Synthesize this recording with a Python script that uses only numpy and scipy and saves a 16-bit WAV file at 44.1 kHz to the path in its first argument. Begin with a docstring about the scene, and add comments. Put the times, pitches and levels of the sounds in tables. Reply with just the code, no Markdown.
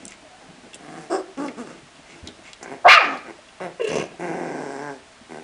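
"""Young puppies wrestle on a fleece blanket in a plastic whelping box, indoors.
They grumble, grunt and growl: pulses from the vocal folds ring in throats of changing shape.
One gives a sharp yelp, topped by a squeal, that rings in the room and overloads the microphone.
Paws scuff (shaped noise), bodies thump (dying sines), claws tick on the box (bursts of noise that ring),
and a littermate whimpers faintly (gliding tones) over a steady room tone."""
import sys
import numpy as np
from scipy import signal
from scipy.fft import rfft, irfft
from scipy.io import wavfile
from scipy.ndimage import uniform_filter1d, minimum_filter1d

SR = 44100
rng = np.random.default_rng(int(sys.argv[2]) if len(sys.argv) > 2 else 0)


def materialize(psi):
    """Save the field psi as 16-bit PCM at rate SR to the path in sys.argv[1].

    A 1-D psi becomes a single channel; in a 2-D psi each row is a channel.
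    """
    bounded = np.clip(np.atleast_2d(psi).T, -1, 1)
    quanta = np.round(bounded * 32767).astype(np.int16)
    wavfile.write(sys.argv[1], SR, quanta)


N = 239497

# vocal folds in the yelp, the whine and the long growl: [t/s, f/Hz, roughness 0-1]
YELP_FOLDS = [(2.845, 345, .6), (2.878, 390, .6), (2.895, 590, .85), (2.92, 730, .72), (2.96, 690, .28),
              (2.98, 612, .15), (3.01, 435, .4), (3.06, 285, .6)]
WHINE_FOLDS = [(3.795, 520, .3), (3.82, 468, .3), (3.88, 415, .4), (3.92, 470, .9), (4.02, 435, .6)]
GROWL_FOLDS = [(4.19, 162, .65), (4.26, 175, .4), (4.31, 172, .75), (4.44, 175, .6), (4.52, 152, .85),
               (4.61, 148, .6), (4.68, 140, .35), (4.76, 135, .45), (4.85, 148, .12), (4.98, 126, .1)]
# effort of those calls, before voice() trims each band; the whine's levels are those at its tremor crests:
# [t/s, throat level/dB below 1 kHz, mouth level/dB at 1-3.2 kHz, hiss level/dB above]
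YELP_EFFORT = [(2.845, -21.5, -64, -81), (2.862, -5, -38, -62), (2.887, -10.5, -8, -15.5),
               (2.909, -57, -6, -14), (2.954, -28, -16.5, -20), (2.981, -28.5, -10.5, -48),
               (2.992, -28, -41, -34), (3.018, -22, -22, -37.5), (3.06, -44, -28, -40)]
WHINE_EFFORT = [(3.798, -13.5, -33, -65), (3.821, -20.5, -41.5, -40), (3.882, -20.5, -38, -33.5),
                (3.899, -30, -34.5, -38), (3.975, -18, -42, -50), (4.019, -30, -32, -43)]
GROWL_EFFORT = [(4.195, -34.5, -45, -50.5), (4.22, -30, -34, -50), (4.42, -31, -37.5, -52),
                (4.74, -36, -40, -50), (4.9, -35, -34.5, -54.5), (4.98, -50, -72, -61)]
# resonances of the throat and mouth, as relative spectra: [f/Hz, level/dB]
GRUMBLE_THROAT = [(71, -39), (120, -28), (155, -4), (198, -0.5), (292, 0.5), (623, -13), (736, 1),
                  (919, -21), (1210, -11.5), (1460, -19), (1720, -12.5), (2740, -35), (10000, -36),
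                  (13000, -77), (22000, -120)]
WOOF_THROAT = [(110, -53), (200, -17), (370, -9.5), (560, -11.5), (740, -13.5), (950, -23.5), (1250, -17),
               (1600, -21.5), (2300, -40), (4100, -54), (5150, -35), (6400, -50), (8300, -37), (10000, -67)]
GRUNT_THROAT = [(88, -47), (150, 1), (282, 4.5), (387, 4.5), (591, -4.5), (782, -7), (869, -6.5),
                (1050, -17), (1150, -5), (1580, -13), (3420, -40), (8390, -37), (10000, -44), (13000, -87),
                (22000, -120)]
YELP_THROAT = [(150, -32), (380, -23.5), (500, -9), (670, 2.5), (800, -2.5), (1020, -7), (1240, -1),
               (1480, -5), (1700, 1), (2300, -12), (2560, -8.5), (2800, -11.5), (3300, -21.5),
               (4700, -22.5), (6500, -37), (10000, -55.5)]
GROAN_THROAT = [(100, -55), (170, -9), (284, -4), (600, -9.5), (762, -2.5), (968, -15), (1230, -1.5),
                (1950, -20), (2430, -22), (6530, -18), (10000, -46), (13000, -96), (22000, -120)]
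HUFF_THROAT = [(76, -34), (130, 14.5), (187, 4), (255, 1), (341, 11), (731, 11.5), (1090, -5), (1650, -3.5),
               (2100, -7), (3360, -29.5), (4030, -25), (4500, -51), (5110, -27), (6700, -35), (10000, -32),
               (13000, -73), (22000, -120)]
WHINE_THROAT = [(150, -67), (250, -17), (379, 9.5), (449, -1), (661, -2.5), (736, -44), (1100, -15),
                (1410, -39), (1600, -19), (2300, -27), (2780, -20.5), (3720, -42), (4020, -34), (4840, -46),
                (6290, -40), (10000, -44), (13000, -93), (22000, -120)]
SNARL_THROAT = [(47, -56), (80, -20), (172, -8.5), (291, -7), (437, -4.5), (641, -9), (753, -11.5),
                (817, -16), (1200, -17.5), (1350, -21), (2530, -19), (3700, -34), (5300, -30), (5750, -28),
                (6160, -22), (6810, -35), (10000, -37), (13000, -99), (22000, -120)]
GROWL_THROAT = [(65, -76), (110, -15.5), (157, -1), (262, 5.5), (288, -2), (341, 10), (382, 7), (613, -3),
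                (768, 2.5), (1120, -24), (1380, -26.5), (1540, -17.5), (1660, -24), (1860, -21.5),
                (2430, -29.5), (3220, -54.5), (5470, -46.5), (10000, -50.5), (13000, -75), (22000, -120)]
CLOSING_THROAT = [(100, -35), (140, -7), (270, 3), (420, 3.5), (560, -2.5), (850, -6.5), (1000, -19),
                  (1300, -30.5), (1600, -18.5), (2000, -37), (3200, -56), (5600, -32.5), (6700, -42.5),
                  (8000, -36), (10000, -50.5)]
# short growls and grunts, levels at full effort before the band trims:
# [start t/s, attack/s, hold/s, release/s, start f/Hz, top f/Hz, end f/Hz, roughness (1 is the most used),
#  throat level/dB, mouth level/dB, hiss level/dB, throat shape]
GRUNTS = [(0.788, 0.16, 0.026, 0.12, 139.8, 163, 144, 0.59, -41, -45.5, -56, GRUMBLE_THROAT),
          (0.967, 0.022, 0.062, 0.063, 152, 154, 133, 0.27, -46.5, -53.5, -53, GROWL_THROAT),
          (1.1, 0.033, .022, 0.054, 334.1, 384, 278, .55, -22, -34.5, -38.5, WOOF_THROAT),
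          (1.371, .035, 0.047, 0.069, 237.8, 298, 210, 0.38, -27.5, -39.5, -49, GRUNT_THROAT),
          (1.569, 0.026, 0.016, 0.065, 205.2, 245, 150, 0.21, -33.5, -43.5, -49, GRUNT_THROAT),
          (1.66, 0.013, 0.034, 0.061, 168.4, 155, 132, 0.7, -44, -48, -54, GRUNT_THROAT),
          (2.609, 0.026, 0.049, 0.064, 59.74, 59, 48, 0.89, -43.5, -40.5, -60, GROWL_THROAT),
          (2.699, 0.022, 0.0052, 0.076, 128, 140, 117, 0.3, -35.5, -38, -53.5, GROWL_THROAT),
          (3.019, 0.031, .1, .045, 348, 272, 215, 1.1, -31.5, -36, -52.5, GROAN_THROAT),
          (3.243, 0.051, .012, 0.035, 120.3, 112, 100, 0.76, -40.5, -41.5, -58.5, GROWL_THROAT),
          (3.603, 0.012, 0.041, 0.058, 182.3, 183, 145, 0.3, -31, -38, -50.5, HUFF_THROAT),
          (3.887, 0.059, .06, .06, 66.12, 74, 68, 0.73, -27, -38.5, -38.5, SNARL_THROAT),
          (5.289, 0.03, 0.054, 0.12, 84.4, 77, 83, 0.31, -39.5, -43.5, -55.5, GROWL_THROAT)]
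# second oscillation at the top of the yelp: [t/s, f/Hz, rms level/dB]
SQUEAL = [(2.882, 1027, -11.5), (2.9, 1175, -5), (2.923, 1197, -14), (2.949, 1229, -13), (2.967, 1289, -18),
          (2.978, 1239, -1.5), (2.991, 1200, -34)]
# thin whistles through the nose, level at the middle: [start t/s, length/s, start f/Hz, end f/Hz, level/dB]
WHIMPERS = [(.24, 0.043, 660, 590, -49.5), (.3, 0.075, 720, 745, -47.5), (.41, 0.042, 845, 760, -49),
            (3.87, 0.18, 2458, 2455, -43), (5.07, 0.15, 655, 635, -61)]
# claws and teeth, and a lip smack as the huff starts at 3.602 s: [t/s, reference level/dB, ring f/Hz, time to
# die by 60 dB/s]
TICKS = [(0.053, -25, 7250, 0.012), (0.08, -30.5, 7200, .03), (.108, -38, 6500, .02),
         (0.121, -27, 2400, 0.017), (0.733, -32, 3100, 0.099), (0.744, -28, 8340, 0.051),
         (0.743, -34, 3200, 0.041), (1.376, -32.5, 2620, 0.035), (1.462, -38, 5140, 0.14),
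         (1.483, -25, 1990, 0.076), (1.957, -39.5, 3070, 0.1), (2.274, -24, 3500, 0.06),
         (2.532, -24.5, 3400, 0.026), (2.629, -29.5, 6700, 0.054), (3.173, -36.5, 4400, 0.078),
         (3.447, -53, 3370, 0.034), (3.485, -39, 2900, 0.071), (3.602, -25, 1100, 0.022),
         (3.891, -28, 5240, .06), (3.959, -27.5, 6030, 0.093)]
# paws and bodies landing: [t/s, reference level/dB, ring f/Hz, time to die by 60 dB/s]
THUMPS = [(0.045, -42, 204, 0.25), (0.226, -44, 293, 0.2), (0.486, -42, 168.5, 0.19),
          (0.641, -43, 233, 0.17), (1.83, -45.5, 137.6, 0.16), (2.227, -33.5, 81.5, 0.15),
          (2.269, -36, 324, 0.093), (2.39, -38.5, 320, 0.08), (3.388, -34, 590, 0.03),
          (4.14, -39, 744, 0.13), (5.211, -38, 222, 0.084)]
# rubbing on the blanket, before scuff() trims it: [middle t/s, length/s, dull level/dB, bright level/dB]
SCUFFS = [(0.008, 0.13, -38.5, -50.5), (0.116, .08, -54, -47), (0.496, 0.22, -46, -66),
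          (0.661, 0.07, -43.5, -54), (0.756, 0.061, -47, -65), (1.726, 0.16, -44.5, -51.5),
          (1.993, 0.089, -49.5, -60), (2.131, .15, -46.5, -47), (2.279, 0.075, -38.5, -51.5),
          (2.399, 0.061, -52, -62), (2.477, 0.086, -58, -44)]
# relative spectra of the dull rub and of the bright fibres: [f/Hz, level/dB]
SCUFF_DULL = [(71, -25), (120, -8), (156, 4), (271, 8), (672, -4.5), (763, -1.5), (857, 0.5), (993, -35),
              (1080, -60), (1500, -3.5), (1950, -67), (3300, -120)]
SCUFF_BRIGHT = [(710, 1), (1200, 4), (1700, 3), (2170, 12), (3050, 2.5), (3540, -1.5), (7600, -3),
                (10000, -23), (13000, -72), (22000, -120)]
# first echoes off the box walls: [delay/s, level/dB]
WALL_ECHOES = [(.0029, -37), (.0074, -22.5), (.0116, -12)]
# time for the room's tail to die by 60 dB: [f/Hz, time/s]
ROOM_T60 = [(150, 0.56), (600, 0.38), (2000, 0.55), (8000, 0.04)]
# relative spectrum of the room tone: [f/Hz, level/dB]
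ROOM_TONE = [(15, 1), (25, -2), (164, -4), (245, -0.5), (546, -4), (651, 6), (737, -2), (924, -2.5),
             (1250, -4), (1420, -5), (1600, -3.5), (2170, -5.5), (2930, -6.5), (3670, -9), (10000, -17),
             (13000, -111), (22000, -120)]

ROOM_TONE_DB = -49  # rms, ahead of record()
THROAT_TOP_HZ, MOUTH_TOP_HZ = 1000, 3200  # the voice's three bands meet here
TOP_HZ, CUTOFF_HZ = 10200, 15700  # steep upper edges, before and after the loud peaks are flattened
# the whine shakes: rate, depth in throat, mouth and hiss, delay of a crest from its start
WHINE_TREMOR_HZ, WHINE_TREMOR_DB, WHINE_CREST_S = 33.5, (14, 1, 19), 0.02
SWELL_DB, FADE_DB, FADE_CURVE = 10, 14.5, 0.87  # effort gained in attack, lost in release; its bend
MOUTH_FOLLOWS, HISS_FOLLOWS = 1.3, 1.0  # dB per dB of effort
SLACK_ROUGHNESS = 0.14  # extra roughness as the folds start and stop
PITCH_ARCH = 1.4  # 1 is a pointed arch, 2 a round one
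ARCH_DB = 7  # whimpers and scuffs are this much weaker at their ends
FLUTTER_SHARE = .41  # rate of the slower vibration, as a share of the squeal's pitch


def cry(fold_rows, effort_rows, *throats):
    """A call whose pitch, roughness and effort change as it goes, through one or more throat shapes."""
    t, gate = span(effort_rows[0][0], effort_rows[-1][0])
    pitch, rough = curves(fold_rows, t)
    return t[0], gate * voice(t, pitch, rough, curves(effort_rows, t), throats)


def squeal(depth=0.2, octave=1.45, mellow_s=0.058, unsteady=0.021):
    """A high tone that starts shrill and mellows; a slower vibration chops it into side tones."""
    start = SQUEAL[0][0]
    t, gate = span(start, SQUEAL[-1][0])
    pitch, db = curves(SQUEAL, t)

    def unsteady_phase(hz):
        """Phase of a vibration whose pitch strays a little."""
        return 2 * np.pi * np.cumsum(hz * (1 + unsteady * wander(len(t), 180))) / SR

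    phase = unsteady_phase(pitch)
    flutter = 1 + depth * np.sin(unsteady_phase(FLUTTER_SHARE * pitch))
    shrill = octave / (1 + ((t - start) / mellow_s) ** 4)
    tone = (np.sin(phase) + shrill * np.sin(2 * phase)) * flutter
    return t[0], rms_one(tone) * from_db(db) * gate


def whine():
    """A cry that a tremor of the throat breaks into bursts."""
    start = WHINE_EFFORT[0][0]
    t, gate = span(start, WHINE_EFFORT[-1][0])
    dip = np.sin(np.pi * WHINE_TREMOR_HZ * (t - start - WHINE_CREST_S)) ** 2
    levels = [db - depth * dip for db, depth in zip(curves(WHINE_EFFORT, t), WHINE_TREMOR_DB)]
    pitch, rough = curves(WHINE_FOLDS, t)
    return t[0], gate * voice(t, pitch, rough, levels, [WHINE_THROAT])


def grunt(start, attack, hold, release, start_hz, top_hz, end_hz, rough,
          throat_db, mouth_db, hiss_db, throat):
    """One push of air: effort swells, holds and fades; pitch bends, mouth follows, slack folds roughen."""
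    top = start + attack + hold / 2
    end = start + attack + hold + release
    t, gate = span(start, end)
    rising = np.clip(1 - (t - start) / attack, 0, 1)
    fading = np.clip(1 - (end - t) / release, 0, 1)
    effort = -SWELL_DB * rising ** 2 - FADE_DB * fading ** FADE_CURVE
    before = np.clip((top - t) / (top - start), 0, 1)
    after = np.clip((t - top) / (end - top), 0, 1)
    pitch = top_hz + (start_hz - top_hz) * before ** PITCH_ARCH + (end_hz - top_hz) * after ** PITCH_ARCH
    roughness = np.clip(rough + SLACK_ROUGHNESS * (rising + fading), 0, 1)
    levels = throat_db + effort, mouth_db + MOUTH_FOLLOWS * effort, hiss_db + HISS_FOLLOWS * effort
    return t[0], gate * voice(t, pitch, roughness, levels, [throat])


def voice(t, pitch, rough, levels, throats, hiss_share=0.72, throat_db=1.5, mouth_db=-1.5, hiss_db=-1.5):
    """Fold pulses and hissing air ring in a throat that glides from shape to shape; effort sets three bands."""
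    pulses, puffs = folds(t, pitch, rough)
    source = pulses + hiss_share * butter(puffs, 1750, "high")
    shape = np.linspace(0, len(throats) - 1, len(t))
    tone = 0
    for k, throat in enumerate(throats):
        tone = tone + colour(source, throat) * np.clip(1 - np.abs(shape - k), 0, 1)
    bands = [butter(tone, THROAT_TOP_HZ, "low", order=5),
             butter(tone, (THROAT_TOP_HZ, MOUTH_TOP_HZ), "band", order=4),
             butter(tone, MOUTH_TOP_HZ, "high", order=5)]
    # loudness follows the effort over a few cycles; single pulses stay uneven
    window = int(SR * np.clip(4 / np.median(pitch), .012, .04))
    out = 0
    for band, db, trim_db in zip(bands, levels, (throat_db, mouth_db, hiss_db)):
        power = uniform_filter1d(uniform_filter1d(band ** 2, window), window)
        gain = from_db(uniform_filter1d(db, size=130) + trim_db)
        out = out + gain * band / np.sqrt(np.abs(power) + 1e-14)
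    return out


def folds(t, pitch, rough, shimmer_db=4, doubling=0.31, air=1.0):
    """One pulse a cycle; roughness unsettles time and strength, weakens every other one, lets air through."""
    jitter = .11 * rough * wander(len(t), np.mean(pitch) / 2)
    phase = np.cumsum(pitch * np.exp(jitter)) / SR
    at = np.flatnonzero(np.diff(np.floor(phase)))
    # each pulse falls between two samples and is shared by them
    late = (np.ceil(phase[at]) - phase[at]) / (phase[at + 1] - phase[at])
    shimmer = from_db(shimmer_db * rough[at] * rng.standard_normal(len(at)))
    strength = shimmer * np.sqrt(SR / pitch[at])
    strength *= 1 - np.clip(doubling * rough[at], 0, 1) * (np.arange(len(at)) % 2)
    pulses = np.zeros(len(t))
    pulses[at], pulses[at + 1] = strength * (1 - late), strength * late
    # air bursts out at each pulse and thins over the cycle
    puffs = rms_one(np.exp(-2 * (phase % 1)) * rng.standard_normal(len(t)))
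    # the turbulence lies above the fundamental
    turbulence = butter(puffs, np.mean(pitch), "high")
    return pulses + air * rough * turbulence, puffs


def whimper(start, length, start_hz, end_hz, db, octave=0.16, unsteady_hz=13):
    """A thin, nearly pure tone that glides through the nose."""
    t, gain = arch(start, length)
    pitch = np.interp(t, [start, start + length], [start_hz, end_hz])
    pitch = pitch + unsteady_hz * wander(len(t), 60)
    phase = 2 * np.pi * np.cumsum(pitch) / SR
    tone = np.sin(phase) + octave * np.sin(2 * phase)
    return t[0], rms_one(tone) * from_db(db) * gain


def tick(start, db, hz, t60, width=1.15, ring_db=-9, crack_db=6, crack_s=0.00058):
    """A claw or tooth snaps onto hard plastic, or lips smack: a broad, very brief crack, then a narrow dying
    ring."""
    t = np.arange(SR // 6) / SR
    grit = rng.standard_normal(len(t))
    crack = from_db(crack_db) * butter(grit, [hz / 2, 2 * hz], "band") * np.exp(-t / crack_s)
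    ring = rms_one(butter(grit, [hz / width, hz * width], "band"))
    return start, from_db(db) * (crack + ring * from_db(ring_db - 60 * t / t60))


def thump(start, db, hz, t60, rise_s=0.00076, fluff=0.25):
    """A soft landing rocks the padded floor of the box: a dying sine with some low noise."""
    t = np.arange(SR // 3) / SR
    rock = np.sin(2 * np.pi * hz * t) + fluff * wander(len(t), 2 * hz)
    return start, rock * (1 - np.exp(-t / rise_s)) * from_db(db - 60 * t / t60)


def scuff(middle, length, dull, bright, lumpy_db=4.0, grain_db=3, dull_db=-3, bright_db=-3):
    """Fur and paws drag over fleece: a lumpy rub and a fine crackle of fibres."""
    t, gain = arch(middle - length / 2, length)
    rub = colour(rng.standard_normal(len(t)), SCUFF_DULL)
    rub = rub * from_db(lumpy_db * wander(len(t), 25))
    grains = rng.standard_normal(len(t)) * from_db(grain_db * wander(len(t), 200))
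    fibres = colour(grains, SCUFF_BRIGHT)
    both = from_db(dull + dull_db) * rms_one(rub) + from_db(bright + bright_db) * rms_one(fibres)
    return t[0], gain * both


def room(x, scatter_db=-7, scatter_t60=0.018, tail_db=-13, delay_s=0.011):
    """Box walls echo, the litter scatters short waves, then the room's tail dies at a rate set by pitch."""
    t = np.arange(int(.7 * SR)) / SR
    scatter = rng.standard_normal(len(t)) * from_db(-60 * t / scatter_t60) * (t > .001)
    scatter = butter(scatter, 1100, "high")
    edges = np.geomspace(80, 11000, 8)
    tail = 0
    for low, high in zip(edges, edges[1:]):
        t60, = curves(ROOM_T60, np.sqrt(low * high))
        band = butter(rng.standard_normal(len(t)), [low, high], "band")
        tail = tail + band * from_db(-60 * t / t60) * (t > delay_s)
    # the tail fills only half of the spectrum
    tail = from_db(tail_db) * rms_one(tail) / np.sqrt(2)
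    echo = (from_db(scatter_db) * rms_one(scatter) + tail) / np.sqrt(len(t))
    for s, db in WALL_ECHOES:
        add(echo, s, from_db([db]))
    return x + signal.fftconvolve(x, echo)[:N]


def room_tone():
    """The steady background of the place: noise with a fixed spectrum."""
    return from_db(ROOM_TONE_DB) * rms_one(colour(rng.standard_normal(N), ROOM_TONE))


def from_db(db):
    """Decibels to gain."""
    return 10 ** (np.asarray(db) / 20)


def rms_one(x):
    """Scale to rms 1."""
    return x / np.sqrt(np.mean(x ** 2) + 1e-20)


def curves(rows, t):
    """Columns of a table, joined by straight lines, at times t."""
    s, *columns = np.transpose(rows)
    return [np.interp(t, s, column) for column in columns]


def span(start, end, fade=0.0042):
    """Sample times around a sound, and a gate that is open during it."""
    first = max(0, int((start - .03) * SR))
    last = min(N, int((end + .03) * SR))
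    t = np.arange(first, last) / SR
    opening = np.clip((t - start) / fade + .5, 0, 1)
    closing = np.clip((end - t) / (2 * fade) + 1, 0, 1)
    return t, opening * closing


def arch(start, length):
    """Sample times of a soft sound, and a gain that swells and sinks over its length."""
    t, gate = span(start, start + length)
    return t, gate * from_db(-ARCH_DB * (2 * (t - start) / length - 1) ** 2)


def add(out, start, x):
    """Mix x in at a time."""
    i = int(round(start * SR))
    out[i:i + len(x)] += x[:N - i]


def butter(x, hz, kind, order=2):
    """Causal Butterworth filter."""
    return signal.sosfilt(signal.butter(order, hz, kind, fs=SR, output="sos"), x)


def wander(size, hz):
    """Slow chance with spread 1: noise below hz, taken after the filter has settled."""
    return rms_one(butter(rng.standard_normal(size + SR // 4), hz, "low")[-size:])


def colour(x, spectrum, size=4096):
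    """Pass x through a causal (minimum-phase) body with this spectrum."""
    hz, db = np.transpose(spectrum)
    grid = np.maximum(np.fft.rfftfreq(size, 1 / SR), 1)
    gain = from_db(np.interp(np.log(grid), np.log(hz), db))
    # folding the cepstrum forward in time gives the minimum phase
    cepstrum = irfft(np.log(gain))
    cepstrum[1:size // 2] *= 2
    cepstrum[size // 2 + 1:] = 0
    response = irfft(np.exp(rfft(cepstrum)))
    return signal.fftconvolve(x, response)[:len(x)]


def scene():
    """The litter in its box, over the tone of the room."""
    sounds = [cry(YELP_FOLDS, YELP_EFFORT, YELP_THROAT), squeal(), whine(),
              cry(GROWL_FOLDS, GROWL_EFFORT, GROWL_THROAT, CLOSING_THROAT)]
    sources = (grunt, GRUNTS), (whimper, WHIMPERS), (tick, TICKS), (thump, THUMPS), (scuff, SCUFFS)
    for source, rows in sources:
        sounds += [source(*row) for row in rows]
    litter = np.zeros(N)
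    for start, sound in sounds:
        add(litter, start, sound)
    return (room(litter) + room_tone())[None]


def record(dry, limit=1.104, ceiling=0.9, size=180):
    """The sound ends steeply at 10.2 kHz; loud peaks are ducked and flattened, which adds treble up to
    15.7 kHz; rumble is cut."""
    heard = signal.sosfilt(signal.ellip(8, .3, 70, TOP_HZ, fs=SR, output="sos"), dry)
    # a fast limiter: the lowest gain nearby, smoothed
    duck = limit / np.maximum(np.abs(heard), limit)
    heard = heard * uniform_filter1d(minimum_filter1d(duck, size), size)
    flattened = heard / (1 + (heard / ceiling) ** 12) ** (1 / 12)
    flattened = butter(flattened, 30, "high")
    return signal.sosfilt(signal.ellip(10, .1, 80, CUTOFF_HZ, fs=SR, output="sos"), flattened)


dry = scene()
out = record(dry)
materialize(out)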